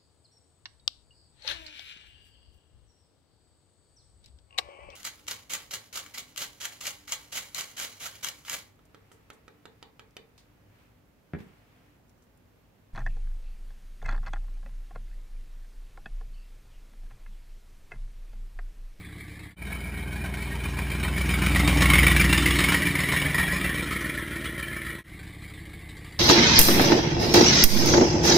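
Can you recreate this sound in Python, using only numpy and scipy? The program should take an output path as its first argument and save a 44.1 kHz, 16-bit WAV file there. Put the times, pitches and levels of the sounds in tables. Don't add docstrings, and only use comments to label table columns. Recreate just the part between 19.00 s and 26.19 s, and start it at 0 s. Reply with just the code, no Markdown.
import sys
import numpy as np
from scipy.fft import rfft, irfft, next_fast_len
from scipy.io import wavfile
from scipy.ndimage import uniform_filter1d

SR = 44100
rng = np.random.default_rng(int(sys.argv[2]) if len(sys.argv) > 2 else 0)


def wav_out(sig):
    wavfile.write(sys.argv[1], SR, np.round(np.clip(np.atleast_2d(sig).T, -1, 1) * 32767).astype(np.int16))


N = 317079
PUFF_SAMPLES = 8192
EARLIER_FIRINGS = 6

# time in s, engine cycles per s.
SPEED = [
    [(0, 6.55)],
    [(.56, 7.322), (.78, 7.44), (.98, 7.326), (1.27, 7.654), (1.62, 7.478), (1.9, 7.671), (2.5, 7.7534),
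     (3.35, 7.644), (3.6, 7.662), (3.86, 7.474), (4.2, 7.663), (4.6, 7.58), (6.03, 7.3369)],
    [(6.04, 6.437), (6.3, 6.567), (6.55, 6.437), (6.75, 6.327), (7, 6.437)],
]
# start in s, firing intervals until cylinder one fires.
SHOTS = [(0, 5.4), (.56, .2), (6.04, 2.7)]
# time in s, fade length on each side in s.
CUTS = [(0.557, 0.089), (6.037, 0.1)]
# thump offset in dB on the driveway, on the lawn,
# rasp offset in dB on the driveway, on the lawn.
CYLINDERS = [(0.5, -3.5, 2, -7), (-0.6, 1.3, -0.3, -2), (-8, 4, -8, -3), (0.1, -0.2, -1.4, -8.5),
             (-7, -2.5, -17.5, -4.5), (3, 1, -6.5, -0.9), (-0.85, 2.4, -0.5, -13), (-2.2, 3.5, -14, -3.5)]
BANKS = [0, 0, 1, 0, 1, 1, 0, 1]
# offset in dB, extra delay in s, thin below Hz.
FAR_BANK = [(-8.5, 0.00407, 340), (-6.5, 0.00843, 18)]
# thump lag in ms on the driveway, on the lawn.
THUMP_LAGS = [(.3, .15), (.3, .35), (.55, -.4), (0, -.15), (1.1, .1), (-1.5, -.3), (-.3, -.35), (-.1, .6)]
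# time in s, spread in s.
SCATTER = [(3.5, .00015), (4, .0007), (5.4, .0003)]
# delay in s, level in dB.
ECHOES = [(.007, -18), (.027, -8.5)]
# time in s, place (0 ahead, 1 engine overhead, 2 tail overhead, 3 behind).
PLACE = [(.56, 0.52), (2.1, 0.74), (2.8, 1.06), (3.45, 1.26), (4.1, 1.73), (4.5, 2.05), (5.1, 3.1)]
# frequency in Hz, relative level in dB per Hz.
PIPES = [
    [(25, -48), (44, -18), (66, 0.5), (84, 4), (102, -7), (130, -5.5), (175, 1), (205, 2), (232, -7),
     (269, -28), (296, -18.5), (328, -13), (413, -4), (453, -28), (487, -62), (900, -47), (1170, -71),
     (1980, -120)],
    [(25, -49), (44, -30), (66, 3), (86, 5.5), (108, -5.5), (140, -1), (158, 1), (178, 0), (205, -4),
     (233, -15), (287, 0.5), (308, -6), (340, -1), (400, -13.5), (463, -46), (541, -19), (666, -20.5),
     (900, -17.5), (1170, -52), (1980, -120)],
    [(18, -53), (38, 0), (69, 15.5), (85, 7), (108, -4), (140, 4.5), (173, 10), (226, -14), (285, 3.5),
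     (308, -14.5), (340, 0.5), (423, -14), (455, -45), (900, -56), (1170, -85), (1980, -120)],
    [(18, -68), (30, -20), (43, -2), (65, 17), (98, 4), (268, 2), (332, 10.5), (442, -14), (640, -11),
     (759, -36), (900, -43), (1170, -53), (1980, -120)],
    [(15, -96), (25, -1), (43, -4), (52, 7), (71, 3.5), (84, -1), (104, 0), (123, -4), (140, 0.5),
     (155, -4), (177, -0.5), (192, -14.5), (210, -32), (290, -8), (312, -4), (335, -7), (600, -95),
     (657, -23), (900, -30), (1170, -24), (1980, -120)],
]
# frequency in Hz, relative level in dB per Hz.
RASPS = [
    [(260, -27), (450, -11), (671, 18.5), (781, 9.5), (1010, 3.5), (1150, -20), (1560, 7.5), (1680, 5),
     (1760, -21), (1870, 10), (2050, -27), (2200, 14), (2370, 19.5), (2700, -32), (3080, -3.5), (3360, -31),
     (3740, -13), (5580, -30.5), (5950, -33), (7740, -44), (13100, -120)],
    [(260, -22), (450, -2.5), (789, -13.5), (1100, 5.5), (1230, 1.5), (1530, 0), (1890, 4.5), (2230, 6.5),
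     (2510, 0), (3050, 3.5), (3360, -4.5), (3660, -0.5), (4300, -9.5), (5460, -7.5), (5950, -17),
     (7740, -9), (13100, -120)],
    [(260, -19), (450, -12), (671, -12.5), (889, -16.5), (969, -9.5), (1540, -12), (1890, 3.5), (2090, -8),
     (2350, 2), (2530, -15), (3050, -11), (3950, -16), (4400, -23.5), (5460, -21), (5950, -40), (7740, -49),
     (13100, -120)],
    [(260, -28), (450, -13.5), (636, -16), (764, -39), (1080, -9), (1220, -19), (1310, -3.5), (1590, -14),
     (1680, -4.5), (1910, -1), (2120, -6.5), (2380, -5.5), (2520, -19.5), (3200, -11.5), (3470, -18),
     (3950, -17.5), (4400, -25), (5950, -29.5), (7740, -66), (13100, -120)],
    [(260, -22), (450, -4.5), (496, -18), (559, -14.5), (616, -28), (806, -20), (1050, -20), (1130, -12),
     (1430, -20), (1620, -8), (1850, -4.5), (2200, -0.5), (2620, -18.5), (3780, -13.5), (4900, -23.5),
     (5950, -33), (7740, -87), (13100, -120)],
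]
# centre in Hz, half-width in Hz (dB boost down to 1/e).
MUFFLER = [(66, 31), (150, 28), (185, 35), (290, 41), (340, 29), (372, 10)]
# time in s, then dB over the pipes' colour for each resonance.
REACH = [(.6, 7, -1.5, 3.5, 1, -5, -12), (1.5, 2.5, -1, -7, -5.5, -16, -2.5),
         (2.3, 6.5, -1, 3.3, -2.5, -3.5, -5), (2.75, 2, -1, -1, 1, -11.5, -12), (3.1, 4, 0, 2, -9, 4, -10),
         (3.25, 1, -2, 6, -0.5, 0, -8), (3.45, 1, 0.5, -2.5, 2.5, 4.5, -9), (3.75, 1, -3, 4, 1, -1, 2),
         (4.2, -9, -1, -6, -4.5, -8.5, -15), (4.45, -4, -5.5, 3, -2, -3, -10),
         (4.9, -5, -3.5, 0, -3, -3, -8), (5.9, 2, 4.5, -1.2, -7.5, -1, -2)]
# time overhead in s, thump level in dB, rasp level in dB.
PARTS = [(2.91, -18, -27), (3.56, -26, -26.5), (4.47, -30.5, -28.5)]
# thump in dB, rasp in dB.
LAWN_DB = (-42, -46.5)
# frequency in Hz, relative level in dB per Hz.
RUMBLE = [(12, -11), (22, -22), (40, -14), (100, -36), (200, 9.5), (330, -1.5), (480, -8.5), (900, -11.5),
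          (1500, -60.5)]
# time in s, energy in dB, ring in Hz.
POPS = [(0.2009, -15, 2270), (0.617, -9, 2250), (0.666, -11, 1630), (0.7206, -5.5, 2240),
        (1.2578, -11, 2260), (1.4212, -12, 2390), (1.6445, -8.5, 2440), (1.787, -1, 2380),
        (2.0329, -4, 2400), (2.0827, -13, 2210), (2.177, -3.5, 1800), (2.2067, -1, 2290),
        (2.2885, -13, 3700), (2.3361, 3, 2240), (2.4178, -0.5, 2340), (2.462, 5.5, 2310), (2.5587, 7, 1923),
        (2.5934, 4.5, 2100), (2.6757, 7.5, 2360), (2.7721, 2.5, 2370), (2.82, 9.5, 1890),
        (2.855, 6.5, 2210), (2.9, 13.5, 2210), (2.9347, 12.5, 2110), (2.953, 6.5, 2190), (2.9819, 13, 2240),
        (3.0308, 10.5, 1960), (3.0657, 13, 2283), (3.0793, 6, 2240), (3.112, 7.5, 1930), (3.1622, 9, 2340),
        (3.1952, 10, 2340), (3.211, 6.5, 2210), (3.242, 6, 2020), (3.291, -1, 1790), (3.3264, 10, 2777),
        (3.344, -1, 1850), (3.3762, 5, 3550), (3.422, 0, 1880), (3.457, 7.5, 2040), (3.474, -10, 2260),
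        (3.506, 5.5, 2840), (3.5874, 6.5, 3770), (3.604, 5, 1980), (3.6396, 8.5, 2220), (3.685, 8, 2310),
        (3.7203, 5, 3920), (3.744, 9, 1870), (3.82, 2, 1930), (3.868, -1, 2240), (3.9534, 3, 2100),
        (3.99, 4, 2010), (4.034, 3, 1990), (4.087, 1, 2200), (4.122, 5, 1890), (4.163, 7.5, 2270),
        (4.216, -1, 2930), (4.244, 0, 1750), (4.344, 5.5, 1915), (4.382, 7.5, 1870), (4.397, 4.5, 1920),
        (4.428, -1.5, 2230), (4.4784, -5, 1970), (4.5171, -6, 2070), (4.5565, -10, 2350),
        (4.6089, -8, 1900), (4.7421, -7, 1960), (4.7934, -12, 2040), (4.9601, 0, 2160), (5.0419, -4, 1970),
        (5.096, -1.5, 2350), (5.1738, -4, 1930), (5.3113, -8, 1704), (5.455, -3.5, 1870),
        (5.5938, -3, 1770), (5.626, -5, 2310), (5.68, -9, 1740), (5.727, -7, 2070), (5.762, -7, 2286),
        (5.8151, -5.5, 2150), (5.866, -1.5, 1920), (5.9, -8.5, 2280), (6.14, -19, 2240),
        (6.4408, -15, 2250), (6.4986, -22, 2220)]

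ROLL_M_PER_S, CLEARANCE_M = 2.2, 0.78
BOOM_OVERHEAD_S, BOOM_DB = 2.97, -21.5
SHADE_START_S, SHADE_DB_PER_S = 3.65, 66
POP_ATTACK_S, BLUR_S_PER_M = 0.0004, 0.00026
HOLD_HZ, TOP_HZ = 12000, 15300
PUFF_T = np.arange(PUFF_SAMPLES) / SR
PUFF_HZ = np.fft.rfftfreq(PUFF_SAMPLES, 1 / SR)


def amp(db):
    return 10 ** (np.asarray(db) / 20)


def read(rows, s):
    t, *cols = np.transpose(rows)
    return np.array([np.interp(s, t, c) for c in cols])


def speed(shot, s):
    return np.choose(shot, [read(table, s)[0] for table in SPEED])


def crank():
    t = np.arange(N) / SR
    start_s, wait = np.transpose(SHOTS)
    shot = np.searchsorted(start_s, t, "right") - 1
    turned = len(CYLINDERS) * np.cumsum(speed(shot, t)) / SR
    at_start = turned[(start_s * SR).astype(int)]
    return shot, turned - at_start[shot] - wait[shot]


def away_db(s, overhead_s):
    return -10 * np.log10(1 + (ROLL_M_PER_S * (s - overhead_s) / CLEARANCE_M) ** 2)


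def loudness(times, lawn):
    overhead_s, *levels_db = np.transpose(PARTS)
    power = amp(levels_db) ** 2 @ amp(away_db(times, overhead_s[:, None])) ** 2
    return np.where(lawn, np.array(LAWN_DB)[:, None], 10 * np.log10(power))


def firings():
    shot, count = crank()
    at = np.flatnonzero(np.diff(np.floor(count)) == 1)
    back = np.arange(EARLIER_FIRINGS, 0, -1)
    first_rate_hz = len(CYLINDERS) * SPEED[0][0][1]
    times = np.r_[at[0] / SR - back / first_rate_hz, at / SR]
    number = np.r_[count[at[0] + 1] - back, count[at + 1]]
    cylinder = np.floor(number).astype(int) % len(CYLINDERS)
    shot = shot[np.r_[0 * back, at]]
    lawn = shot != 1
    per_firing_db = 10 * np.log10(SR / (len(CYLINDERS) * speed(shot, times)))
    thump_db, rasp_db = loudness(times, lawn) + per_firing_db
    burn = rng.standard_normal((len(times), 3))
    return times, lawn, cylinder, burn, thump_db, rasp_db


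def along(points):
    hz, db = np.transpose(points)
    return np.interp(np.log(PUFF_HZ + 1), np.log(hz + 1), db)


def heard(spectra, times, lawn):
    *drive, side = [along(points) for points in spectra]
    place = np.clip(read(PLACE, times)[0], 0, len(drive) - 1)[:, None]
    blend = sum(np.maximum(1 - abs(place - k), 0) * db for k, db in enumerate(drive))
    return np.where(lawn[:, None], side, blend)


def blotches(rows, width_hz, depth_db):
    size = max(int(width_hz * PUFF_SAMPLES / SR), 1)
    field = uniform_filter1d(rng.standard_normal((rows, len(PUFF_HZ))), size, axis=1)
    return depth_db * field / field.std()


def causal(db):
    cepstrum = irfft(np.maximum(db, -90) * np.log(10) / 20, PUFF_SAMPLES)
    cepstrum[:, 1:PUFF_SAMPLES // 2] *= 2
    cepstrum[:, PUFF_SAMPLES // 2 + 1:] = 0
    return np.exp(rfft(cepstrum))


def lay(times, db, push, colour_db):
    puffs = irfft(rfft(push, PUFF_SAMPLES) * causal(colour_db), PUFF_SAMPLES)
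    puffs *= (amp(db) / np.linalg.norm(puffs, axis=1))[:, None]
    at = (times * SR).astype(int)[:, None] + np.arange(PUFF_SAMPLES) + PUFF_SAMPLES
    return np.bincount(at.ravel(), puffs.ravel(), N + PUFF_SAMPLES)[PUFF_SAMPLES:N + PUFF_SAMPLES]


def gust(rows, attack_s, t60_s, wash_db, wash_t60_s):
    shape = amp(-60 * PUFF_T / t60_s) + amp(wash_db - 60 * PUFF_T / wash_t60_s)
    return shape * (1 - np.exp(-PUFF_T / attack_s)) * rng.standard_normal((rows, PUFF_SAMPLES))


def swell(rows, length_s):
    return np.sin(np.pi * np.clip(PUFF_T / length_s, 0, 1)) * rng.standard_normal((rows, PUFF_SAMPLES))


def blur_s(times):
    metres = ROLL_M_PER_S * np.clip(abs(times - PARTS[1][0]) - .9, 0, 1.6)
    return BLUR_S_PER_M * metres[:, None]


def muffler_db(times, lawn):
    centre_hz, width_hz = np.transpose(MUFFLER)[:, :, None]
    peaks = np.exp(-((PUFF_HZ - centre_hz) / width_hz) ** 2)
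    return read(REACH, times).T * ~lawn[:, None] @ peaks


def thumps(times, lawn, cylinder, burn, thump_db):
    rows, seat = len(times), lawn.astype(int)
    far_db, far_s, thin_hz = np.array(BANKS)[cylinder] * np.array(FAR_BANK)[seat].T
    push = amp(-43) * gust(rows, attack_s=.003, t60_s=.06, wash_db=-8, wash_t60_s=.3)
    push[:, 0] = -1
    for delay_s, db in ECHOES:
        push[:, int(delay_s * SR)] = -amp(db)
    lag_s = np.array(THUMP_LAGS)[cylinder, seat] / 1000
    late_s = .0043 + far_s + lag_s + read(SCATTER, times)[0] * burn[:, 2]
    thin_db = -10 * np.log10(1 + (thin_hz[:, None] / (PUFF_HZ + 1)) ** 2)
    colour_db = heard(PIPES, times, lawn) + blotches(rows, width_hz=60, depth_db=1)
    colour_db = colour_db + muffler_db(times, lawn) + thin_db
    own_db = np.array(CYLINDERS)[cylinder, seat]
    level_db = thump_db + own_db + far_db + .9 * burn[:, 0]
    return lay(times + late_s, level_db, push, colour_db)


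def rasps(times, lawn, cylinder, burn, rasp_db):
    rows = len(times)
    hiss = gust(rows, attack_s=.0023 + blur_s(times), t60_s=.089, wash_db=-31, wash_t60_s=.19)
    own_db = np.array(CYLINDERS)[cylinder, 2 + lawn]
    burn_db = .7 * burn[:, 0] + np.where(lawn, 2.2, 1.3) * burn[:, 1]
    colour_db = heard(RASPS, times, lawn) + blotches(rows, width_hz=180, depth_db=4)
    rings_db = blotches(rows, width_hz=35, depth_db=4.5)
    return lay(times, rasp_db + own_db + burn_db, hiss, colour_db + rings_db)


def roar(times, lawn, rasp_db):
    return lay(times, rasp_db - 10, swell(len(times), length_s=.063), heard(RASPS, times, lawn))


def rumble(times, lawn, thump_db):
    level_db = thump_db - np.where(lawn, 14, 16)
    colour_db = np.tile(along(RUMBLE), (len(times), 1))
    return lay(times, level_db, swell(len(times), length_s=.089), colour_db)


def pops():
    times, db, ring_hz = np.transpose(POPS)
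    ring_db = 17 / (1 + ((PUFF_HZ - ring_hz[:, None]) / 80) ** 2)
    lawn = crank()[0][(times * SR).astype(int)] != 1
    attack_s = POP_ATTACK_S + blur_s(times)
    crack = gust(len(times), attack_s, t60_s=.037, wash_db=-12.5, wash_t60_s=.47)
    colour_db = heard(RASPS, times, lawn) + ring_db + blotches(len(times), width_hz=300, depth_db=4)
    return lay(times, db, crack, colour_db)


def boom():
    shot, count = crank()
    t = np.arange(N) / SR
    shade_db = SHADE_DB_PER_S * np.maximum(t - SHADE_START_S, 0)
    level_db = BOOM_DB + away_db(t, BOOM_OVERHEAD_S) - shade_db
    return np.sqrt(2) * amp(level_db) * (shot == 1) * np.cos(2 * np.pi * (count - .88))


def scene():
    times, lawn, cylinder, burn, thump_db, rasp_db = firings()
    mono = thumps(times, lawn, cylinder, burn, thump_db)
    mono += rasps(times, lawn, cylinder, burn, rasp_db)
    mono += roar(times, lawn, rasp_db)
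    mono += rumble(times, lawn, thump_db)
    mono += pops()
    mono += boom()
    return np.tile(mono, (2, 1))


def record(dry):
    t = np.arange(N) / SR
    fades = np.prod([np.clip(abs(t - s) / length, 0, 1) for s, length in CUTS], axis=0)
    m = next_fast_len(N + PUFF_SAMPLES)
    hz = np.fft.rfftfreq(m, 1 / SR)
    hold = np.sinc(hz / HOLD_HZ)
    band = irfft(rfft(dry * fades, m) * (hz < HOLD_HZ / 2) / hold.clip(.5), m)[:, :N]
    sampled = band * (1 + 2 * np.cos(2 * np.pi * HOLD_HZ * t))
    skirt = amp(-40 * np.clip((hz - TOP_HZ) / 500, 0, 4))
    return irfft(rfft(sampled, m) * hold * skirt, m)[:, :N]


dry = scene()
out = record(dry)
wav_out(out)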